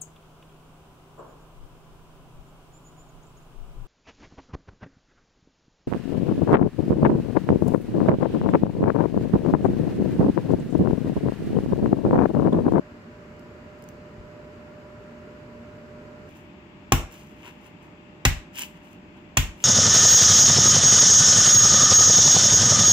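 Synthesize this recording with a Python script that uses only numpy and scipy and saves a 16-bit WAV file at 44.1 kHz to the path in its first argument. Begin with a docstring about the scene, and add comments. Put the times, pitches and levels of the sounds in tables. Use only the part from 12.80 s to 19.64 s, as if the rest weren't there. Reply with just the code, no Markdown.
"""An appliance rushes, hums and whines in a small kitchen, heard first from near it, then beside a board.
There a cleaver chops three times into the husk of a green coconut: splitting fibres crack, blade and
nut ring, and the force passes through the plastic board to boom in the counter.
Between blows the blade rasps as it is worked free, husk tears and wet fingers tick off the skin."""
import sys
import numpy as np
from scipy import signal
from scipy.io import wavfile
from scipy.ndimage import uniform_filter1d

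SR = 44100
rng = np.random.default_rng(int(sys.argv[2]) if len(sys.argv) > 2 else 0)


def int16_out(signal):
    """Quantize to a 16-bit WAV file."""
    q = np.round(np.clip(np.atleast_2d(signal).T, -1, 1) * 32767)
    wavfile.write(sys.argv[1], SR, q.astype(np.int16))


N = 301644


def amp(db):
    """Amplitude ratio of a level in dB."""
    return 10 ** (np.asarray(db) / 20)

def unit_rms(x):
    """Normalisation to a mean power of 1."""
    return x / np.sqrt(np.mean(x ** 2) + 1e-20)

def curve_at(points, hz):
    """Interpolation on a log-frequency axis."""
    freqs, values = np.transpose(points)
    return np.interp(np.log(hz + 1), np.log(freqs + 1), values)

def add(mix, start_s, sound):
    """Superposition of a sound on the mix."""
    part = mix[..., round(start_s * SR):][..., :sound.shape[-1]]
    part += sound[..., :part.shape[-1]]

def coloured(x, spectrum):
    """Minimum-phase filtering by (Hz, dB) points, with an impulse response of unit energy."""
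    hz = abs(np.fft.fftfreq(4096, 1 / SR))
    log_gain = np.log(amp(np.maximum(curve_at(spectrum, hz), -100)))
    taps = np.fft.ifft(np.exp(np.conj(signal.hilbert(log_gain)))).real[:2048]
    return signal.oaconvolve(x, taps / np.linalg.norm(taps))[:len(x)]

def crackle(count, spread_db):
    """Heavy-tailed noise: samples of widely differing size are heard as crackle."""
    return unit_rms(rng.standard_normal(count) * amp(spread_db * np.minimum(rng.exponential(1, count), 5)))

def flutter(depth_db, span):
    """Random amplitude modulation, smoothed over a span of samples."""
    return amp(depth_db * unit_rms(uniform_filter1d(rng.standard_normal(N), span)))

def ring(hz, db, t60, t):
    """A damped oscillator, falling 60 dB in t60 seconds."""
    return amp(db - 60 * t / t60) * np.sin(2 * np.pi * hz * t)

def modal_sum(modes, t):
    """The impulse response of a body is the sum of its modes."""
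    return sum(weight * ring(hz, db, t60, t) for hz, db, t60, weight in modes)


# Air noise near the appliance, at the board, and its hiss. Each row: frequency in Hz, density in dB.
NEAR_SPECTRUM = [(12, -55), (20, -36), (62, -0.5), (192, -4), (237, -3.5), (269, -6), (409, -4),
                 (505, -14.5), (597, -7), (649, -16), (871, -17), (1380, -15.5), (3000, -25), (3900, -66),
                 (6600, -120)]
BOARD_SPECTRUM = [(12, -70), (20, -41.5), (71, 5.5), (119, -18), (151, 0.5), (249, -3.5), (277, -12.5),
                  (309, -1), (438, -14.5), (593, -18), (661, -18), (858, -14.5), (1480, -21), (2710, -19.5),
                  (3600, -36.5), (4680, -117), (7920, -120)]
HISS_SPECTRUM = [(1760, -22), (3000, -28.5), (3290, -1), (4080, -1), (4840, 0), (5780, -6.5), (7270, -4.5),
                 (8090, -12), (9190, -32.5), (11800, -18), (15000, -21.5), (16000, -24.5), (16500, -37.5)]
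# Balance at each position. Each row: frequency in Hz, left over right in dB.
NEAR_BALANCE = [(60, 2.0), (130, -1), (290, 0.5), (640, -4), (1410, 1.0), (3100, 2.0), (6820, 0),
                (15000, -1)]
BOARD_BALANCE = [(60, 0.0), (130, -0.5), (290, -0.5), (640, -0.5), (1410, 2.5), (3100, 8.5), (6820, -5),
                 (15000, -1.0)]
# Likeness of the two channels. Each row: frequency in Hz, correlation coefficient.
AIR_COHERENCE = [(60, 0.9), (180, 0.96), (550, 0.71), (1650, -0.2), (4970, -0.039), (15000, 0.5)]

def appliance_air(at_board):
    """A partly coherent noise field: left and right share a fraction of each random spectrum."""
    frames, hz = N // 256 + 5, np.fft.rfftfreq(1024, 1 / SR)
    draws = rng.standard_normal((frames, 513, 5)).T
    left, independent = draws[0] + 1j * draws[1], draws[2] + 1j * draws[3]
    coherence = curve_at(AIR_COHERENCE, hz)[:, None]
    right = coherence * left + np.sqrt(1 - coherence ** 2) * independent
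    patches_db = 0.39 * unit_rms(uniform_filter1d(uniform_filter1d(draws[4], 10, 0), 14, 1))
    field = np.array([left, right]) * amp(patches_db)

    def air(spectrum, balance, db):
        gain = amp(curve_at(spectrum, hz) + np.outer([.5, -.5], curve_at(balance, hz)))
        noise = signal.istft(field * gain[..., None], nperseg=1024, noverlap=768)[1]
        return amp(db) * unit_rms(noise[:, :N])

    near = air(NEAR_SPECTRUM, NEAR_BALANCE, db=-45.5) + air(HISS_SPECTRUM, NEAR_BALANCE, db=-68)
    board = air(BOARD_SPECTRUM, BOARD_BALANCE, db=-47.5) + air(HISS_SPECTRUM, BOARD_BALANCE, db=-70.5)
    return (1 - at_board) * near + at_board * board


# Resonances of the motor housing. Each row: frequency in Hz, bandwidth in Hz, level in dB.
HOUSING_BANDS = [(234.3, 3.5, -53.5), (386, 10, -66), (983.3, 11.5, -65), (1386, 9.9, -70)]

def housing_hum():
    """Resonance: the housing turns broadband noise into narrow, fuzzy bands."""
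    noise = rng.standard_normal(N)
    return sum(amp(db) * unit_rms(signal.lfilter(*signal.iirpeak(hz, hz / width, SR), noise))
               for hz, width, db in HOUSING_BANDS)


def whine(at_board, hz=600.4, near_db=-51, board_db=-60.5, swell_db=5, swell_s=1.63):
    """An amplitude-modulated pure tone, which swells as the microphone settles."""
    t = np.arange(N) / SR
    swelling_db = near_db - swell_db * np.maximum(1 - t / swell_s, 0)
    level = amp((1 - at_board) * swelling_db + at_board * board_db)
    tone = np.sqrt(2) * np.sin(2 * np.pi * hz * t) * flutter(depth_db=0.63, span=2500)
    return level * tone * amp([[-3], [3]])  # louder on the right


# Decay of the kitchen. Each row: frequency in Hz, reverberation time in seconds.
ROOM_T60 = [(200, 0.36), (1000, 0.35), (3000, 0.32), (8000, 0.29), (15000, 0.19)]
# Colour of the echoes. Each row: frequency in Hz, relative gain in dB.
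WALL_COLOUR = [(300, 0), (1000, -4), (3000, 0), (6500, -4), (10000, 0), (15000, 4)]

def reverberation(x, patterns=4, mono_hz=600):
    """Sparse reflections decay band by band; echo patterns alternate rapidly, giving a smooth tail."""
    reflected = coloured(x, WALL_COLOUR)
    turn = np.arange(N) / 40 % patterns
    slots = np.arange(160, SR // 2 - 20, 20)  # one reflection in every 20 samples
    echoes = np.zeros((2, N))
    for k in range(patterns):
        taps = np.zeros((2, SR // 2))
        arrivals = slots + rng.integers(0, 20, (2, len(slots)))
        np.put_along_axis(taps, arrivals, rng.choice([-1., 1.], arrivals.shape), 1)
        hz, t, spectra = signal.stft(taps, SR, nperseg=256)
        decay = amp(-60 * t / curve_at(ROOM_T60, hz)[:, None])
        tail = signal.istft(spectra * decay, SR, nperseg=256)[1]
        off_turn = abs((turn - k + patterns / 2) % patterns - patterns / 2)
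        share = reflected * np.cos(np.pi / 2 * np.minimum(off_turn, 1))
        echoes += signal.fftconvolve(share[None], tail / np.linalg.norm(tail[0]), axes=1)[:, :N]
    side = (echoes[0] - echoes[1]) / 2
    low_side = signal.filtfilt(*signal.butter(1, mono_hz, fs=SR), side)
    return echoes - np.outer([1, -1], low_side)  # long waves reach both ports alike


# Shading of sound from the board. Each row: frequency in Hz, left over right in dB.
PORT_SHADING = [(100, -0.1), (300, 4), (600, 6), (1400, 11.5), (3100, 23), (6800, -2.5), (11000, 8.5),
                (15000, 14)]

def direct_sound(x, lag_samples=9):
    """Acoustic shadow and path difference: the microphone ports differ in colour, and the left lags."""
    left, right = (coloured(x, [(hz, side * db / 2) for hz, db in PORT_SHADING]) for side in (1, -1))
    return np.array([np.roll(left, lag_samples), right])


# Spectra of the worked husk. 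Each row: frequency in Hz, relative density in dB.
RASP_SPECTRUM = [(880, -40), (1500, -21), (1740, -9), (1920, -14), (2210, -6), (2840, 1), (3470, -12.5),
                 (7000, -32), (9100, -28), (15400, -120)]  # blade dragging in husk
FIZZ_SPECTRUM = [(2350, -10.5), (4000, -2.5), (5070, 2), (7370, 3.5), (10400, -9), (11900, 3), (15200, -3),
                 (16200, -12), (16500, -76)]  # wet fibres parting
DRAG_SPECTRUM = [(240, -38), (400, -5), (466, -37), (974, 0), (1100, -8), (1810, -7), (2500, -15.5),
                 (3250, -36.5), (5500, -120)]  # the nut sounding under the blade
# Blade strokes. Each row: start of the hold, rise, hold and fall in seconds, rasp, fizz and drag in dB.
BLADE_STROKES = [(3.49, .02, .01, .06, -64, -67, -70), (3.565, .05, .01, 0.12, -63.5, -64.5, -60),
                 (4.319, 0.033, .06, 0.21, -59, -58, -60), (4.656, 0.074, 0.012, 0.084, -48.5, -58, -49),
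                 (4.86, 0.081, .01, .05, -59, -62.5, -61), (5.03, .03, .01, .08, -65, -69, -61),
                 (5.758, 0.022, 0.072, 0.056, -41.5, -45.5, -52),
                 (5.795, .02, .012, 0.035, -40, -39.5, -52), (5.958, .06, .01, .05, -63, -70, -62),
                 (6.04, 0.045, 0.1, .03, -68, -67, -68), (6.37, .04, .01, .08, -64.5, -76, -65),
                 (6.83, 0.066, .02, 0.057, -50.5, -52, -60)]

def blade_friction(swing_db=20):
    """Friction in the husk makes clumps of crackle; a stroke gains swing_db over its rise, then fades."""
    t = np.arange(N) / SR
    start, rise, hold, fall, *levels_db = np.transpose(BLADE_STROKES)[:, :, None]
    off_peak = np.maximum((start - t) / rise, 0) + np.maximum((t - start - hold) / fall, 0)
    envelopes = amp(-swing_db * off_peak)
    clumps = flutter(depth_db=2.5, span=150)
    layers = zip(levels_db, (RASP_SPECTRUM, FIZZ_SPECTRUM, DRAG_SPECTRUM), (3.4, 2.2, 4.7))
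    return sum((amp(db) * envelopes).sum(0) * unit_rms(coloured(crackle(N, spread_db) * clumps, spectrum))
               for db, spectrum, spread_db in layers)


# Fibre and fingertip snaps. Each row: start in seconds, level in dB, ring in Hz, relative rasp in dB.
SMALL_SNAPS = [(0.5944, -47.5, 5350, -9), (0.984, -59, 5480, -3), (0.9915, -58, 7400, 2),
               (1.024, -43.5, 5200, -8), (1.0403, -45, 6900, -14), (1.0885, -38, 6200, -14),
               (3.5697, -55, 7300, -5), (4.323, -41, 7240, -8), (4.3283, -47, 5996, -13),
               (4.8657, -53, 8290, -3), (5.0273, -55, 8100, -2), (5.7567, -37, 5200, -9),
               (5.7786, -32, 5310, -14), (5.793, -21.5, 7500, -5), (5.8049, -41, 5110, -10),
               (5.821, -23.5, 7500, -11), (5.8457, -36, 7170, -2), (6.1308, -49, 7330, -6.5),
               (6.8252, -50, 7400, -11)]

def snaps(decay_s=0.0008):
    """Impulsive excitation: a sudden release gives a burst of fizz and rasp and a very short ring."""
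    out, t = np.zeros(N), np.arange(400) / SR
    for start, db, hz, rasp_db in SMALL_SNAPS:
        burst = rng.standard_normal(len(t)) * np.exp(-t / decay_s)
        fizz = .8 * coloured(np.diff(burst, prepend=0), FIZZ_SPECTRUM)
        rasp = amp(rasp_db) * coloured(burst, RASP_SPECTRUM)
        add(out, start, amp(db) * (fizz + rasp + ring(hz, db=-1, t60=.005, t=t)))
    return out


# Low modes. Each row: frequency in Hz, level in dB, 60 dB decay time in seconds, signed weight.
COUNTER_MODES = [(35.1, .4, .39, -1), (44.3, 3.1, .15, 1), (55.1, .4, .37, 1), (76.6, -4.1, .38, -1),
                 (88.6, .3, .28, 1), (114.1, 12.9, .05, -1), (140.6, 1.8, .22, 1), (165.9, -11.9, .32, -1),
                 (194.8, -6.9, .19, 1), (206.7, -15.7, .4, 1), (259, -3.9, .24, 1), (267.1, -4, .14, 1),
                 (334.5, -12.5, .2, -1), (341.9, -11.2, .26, 1), (419.8, -19.6, .24, 1)]  # counter and board
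STAND_MODES = [(54.3, -3.5, 0.28, -0.78), (78, -10.5, .25, 1)]  # the microphone stand rocking sideways, left against right

def counter_boom(force, stand_delay_s=0.011, settle_s=.14, damping_db_per_s=250):
    """Forced vibration of the counter: a longer contact drives fewer high modes."""
    t = np.arange(SR // 2) / SR
    counter = modal_sum(COUNTER_MODES, t)
    rocking = modal_sum(STAND_MODES, np.maximum(t - stand_delay_s, 0))
    damping = amp(-damping_db_per_s * np.maximum(t - settle_s, 0))  # the board lies flat again
    response = np.array([counter + rocking, counter - rocking]) * damping
    return signal.fftconvolve(response, force[None] / force.sum(), axes=1)


# Modes of the nut. Each row: frequency in Hz, level in dB, 60 dB decay time in seconds, polarity.
NUT_MODES = [(350, -3, .035, -1), (790, -0.5, .034, 1), (1060, 1.5, .038, 1), (1240, -4, .04, -1),
             (1600, -14, .03, -1), (2400, -3, .03, 1)]
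# The blade, damped by husk. Each row: frequency in Hz, level in dB, 60 dB decay time in seconds.
BLADE_MODES = [(1473, -5.5, 0.14), (1973, -7.5, 0.076), (2727, 1, 0.064), (2893, -4, 0.098),
               (3330, -6.5, .12), (5960, -13, .08), (7340, -10, .08)]
# Splitting fibres. Each row: frequency in Hz, relative density in dB.
CRACK_SPECTRUM = [(200, -35.5), (340, -8.5), (560, -22.5), (1040, -3), (1700, -5), (2500, -1.5), (3500, -4),
                  (4700, -8.5), (6000, -6.5), (7300, -5.5), (9000, -18), (12000, -15), (15500, -15.5),
                  (16500, -31)]
# Cleaver blows. Each row: start in seconds, gains of crack, boom and knock in dB, contact and cutting
# times in ms, crack tilt in dB per octave, gain of the blade ring in dB, bite time in ms.
BLOWS = [(4.1206, -8.5, -19.5, -9, 1, 4.07, 1.5, -25, 1.45),
         (5.4507, -10.5, -17.5, -17.5, 4.34, 5.96, -0.5, -19, 0.84),
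         (6.5697, -9, -19.5, -18, 4.5, 6.03, 0, -20.5, 2.3)]

def chops():
    """Fracture and impact: splitting fibres excite blade and nut, while the push drives the counter."""
    strikes, booms = np.zeros(N), np.zeros((2, N))
    t = np.arange(8000) / SR
    ms = t[:4000] * 1000
    nut = modal_sum(NUT_MODES, t[:4000])
    blade = sum(ring(*mode, t) for mode in BLADE_MODES)
    for start, crack_db, boom_db, knock_db, contact_ms, cut_ms, tilt_db, blade_db, bite_ms in BLOWS:
        envelope = (1 - np.exp(-(ms / bite_ms) ** 2)) / (1 + (ms / cut_ms) ** 3.6)
        cutting = crackle(len(ms), spread_db=3.2) * envelope
        spectrum = [(hz, db + tilt_db * np.log2(hz / 3000)) for hz, db in CRACK_SPECTRUM]
        add(strikes, start, amp(crack_db) * coloured(cutting, spectrum))
        jolts = 0.081 * cutting - 0.96 * (ms == 0)  # the blade's entry, then smaller jolts of cutting
        add(strikes, start, amp(knock_db) * signal.fftconvolve(jolts / np.linalg.norm(jolts), nut))
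        add(strikes, start, amp(blade_db) * signal.fftconvolve(cutting / np.linalg.norm(cutting), blade))
        push = np.sin(np.pi * np.minimum(ms / contact_ms, 1) ** 2)  # force builds, then lets go
        add(booms, start, amp(boom_db) * counter_boom(push))
    return strikes, booms


def scene(move_s=3.49):
    """Superposition of background, echoes and direct sound; at move_s the microphone goes to the board."""
    strikes, booms = chops()
    nudge = np.hanning(round(0.0065 * SR))  # one soft push on the counter
    add(booms, start_s=1.372, sound=amp(-43) * counter_boom(nudge))
    handling = blade_friction() + snaps()
    echoes = reverberation(amp(-3.5) * strikes + amp(-9.5) * handling)
    at_board = np.clip((np.arange(N) / SR - move_s) / 0.014, 0, 1)
    background = appliance_air(at_board) + (1 - at_board) * housing_hum() + whine(at_board)
    return background + echoes + booms + direct_sound(strikes + handling)


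def record(dry):
    """Band limiting and saturation: the microphone sheds bass; a soft limiter rounds the loudest peaks."""
    low_hz, high_hz, ceiling = 37.4, 15900, 1.1
    thinned = signal.lfilter(*signal.butter(2, low_hz, "high", fs=SR), dry)
    rounded = ceiling * np.tanh(thinned / ceiling)
    lowpass = signal.firwin(255, high_hz, window=("kaiser", 9), fs=SR)
    return signal.oaconvolve(rounded, lowpass[None], "same")


dry = scene()
out = record(dry)
int16_out(out)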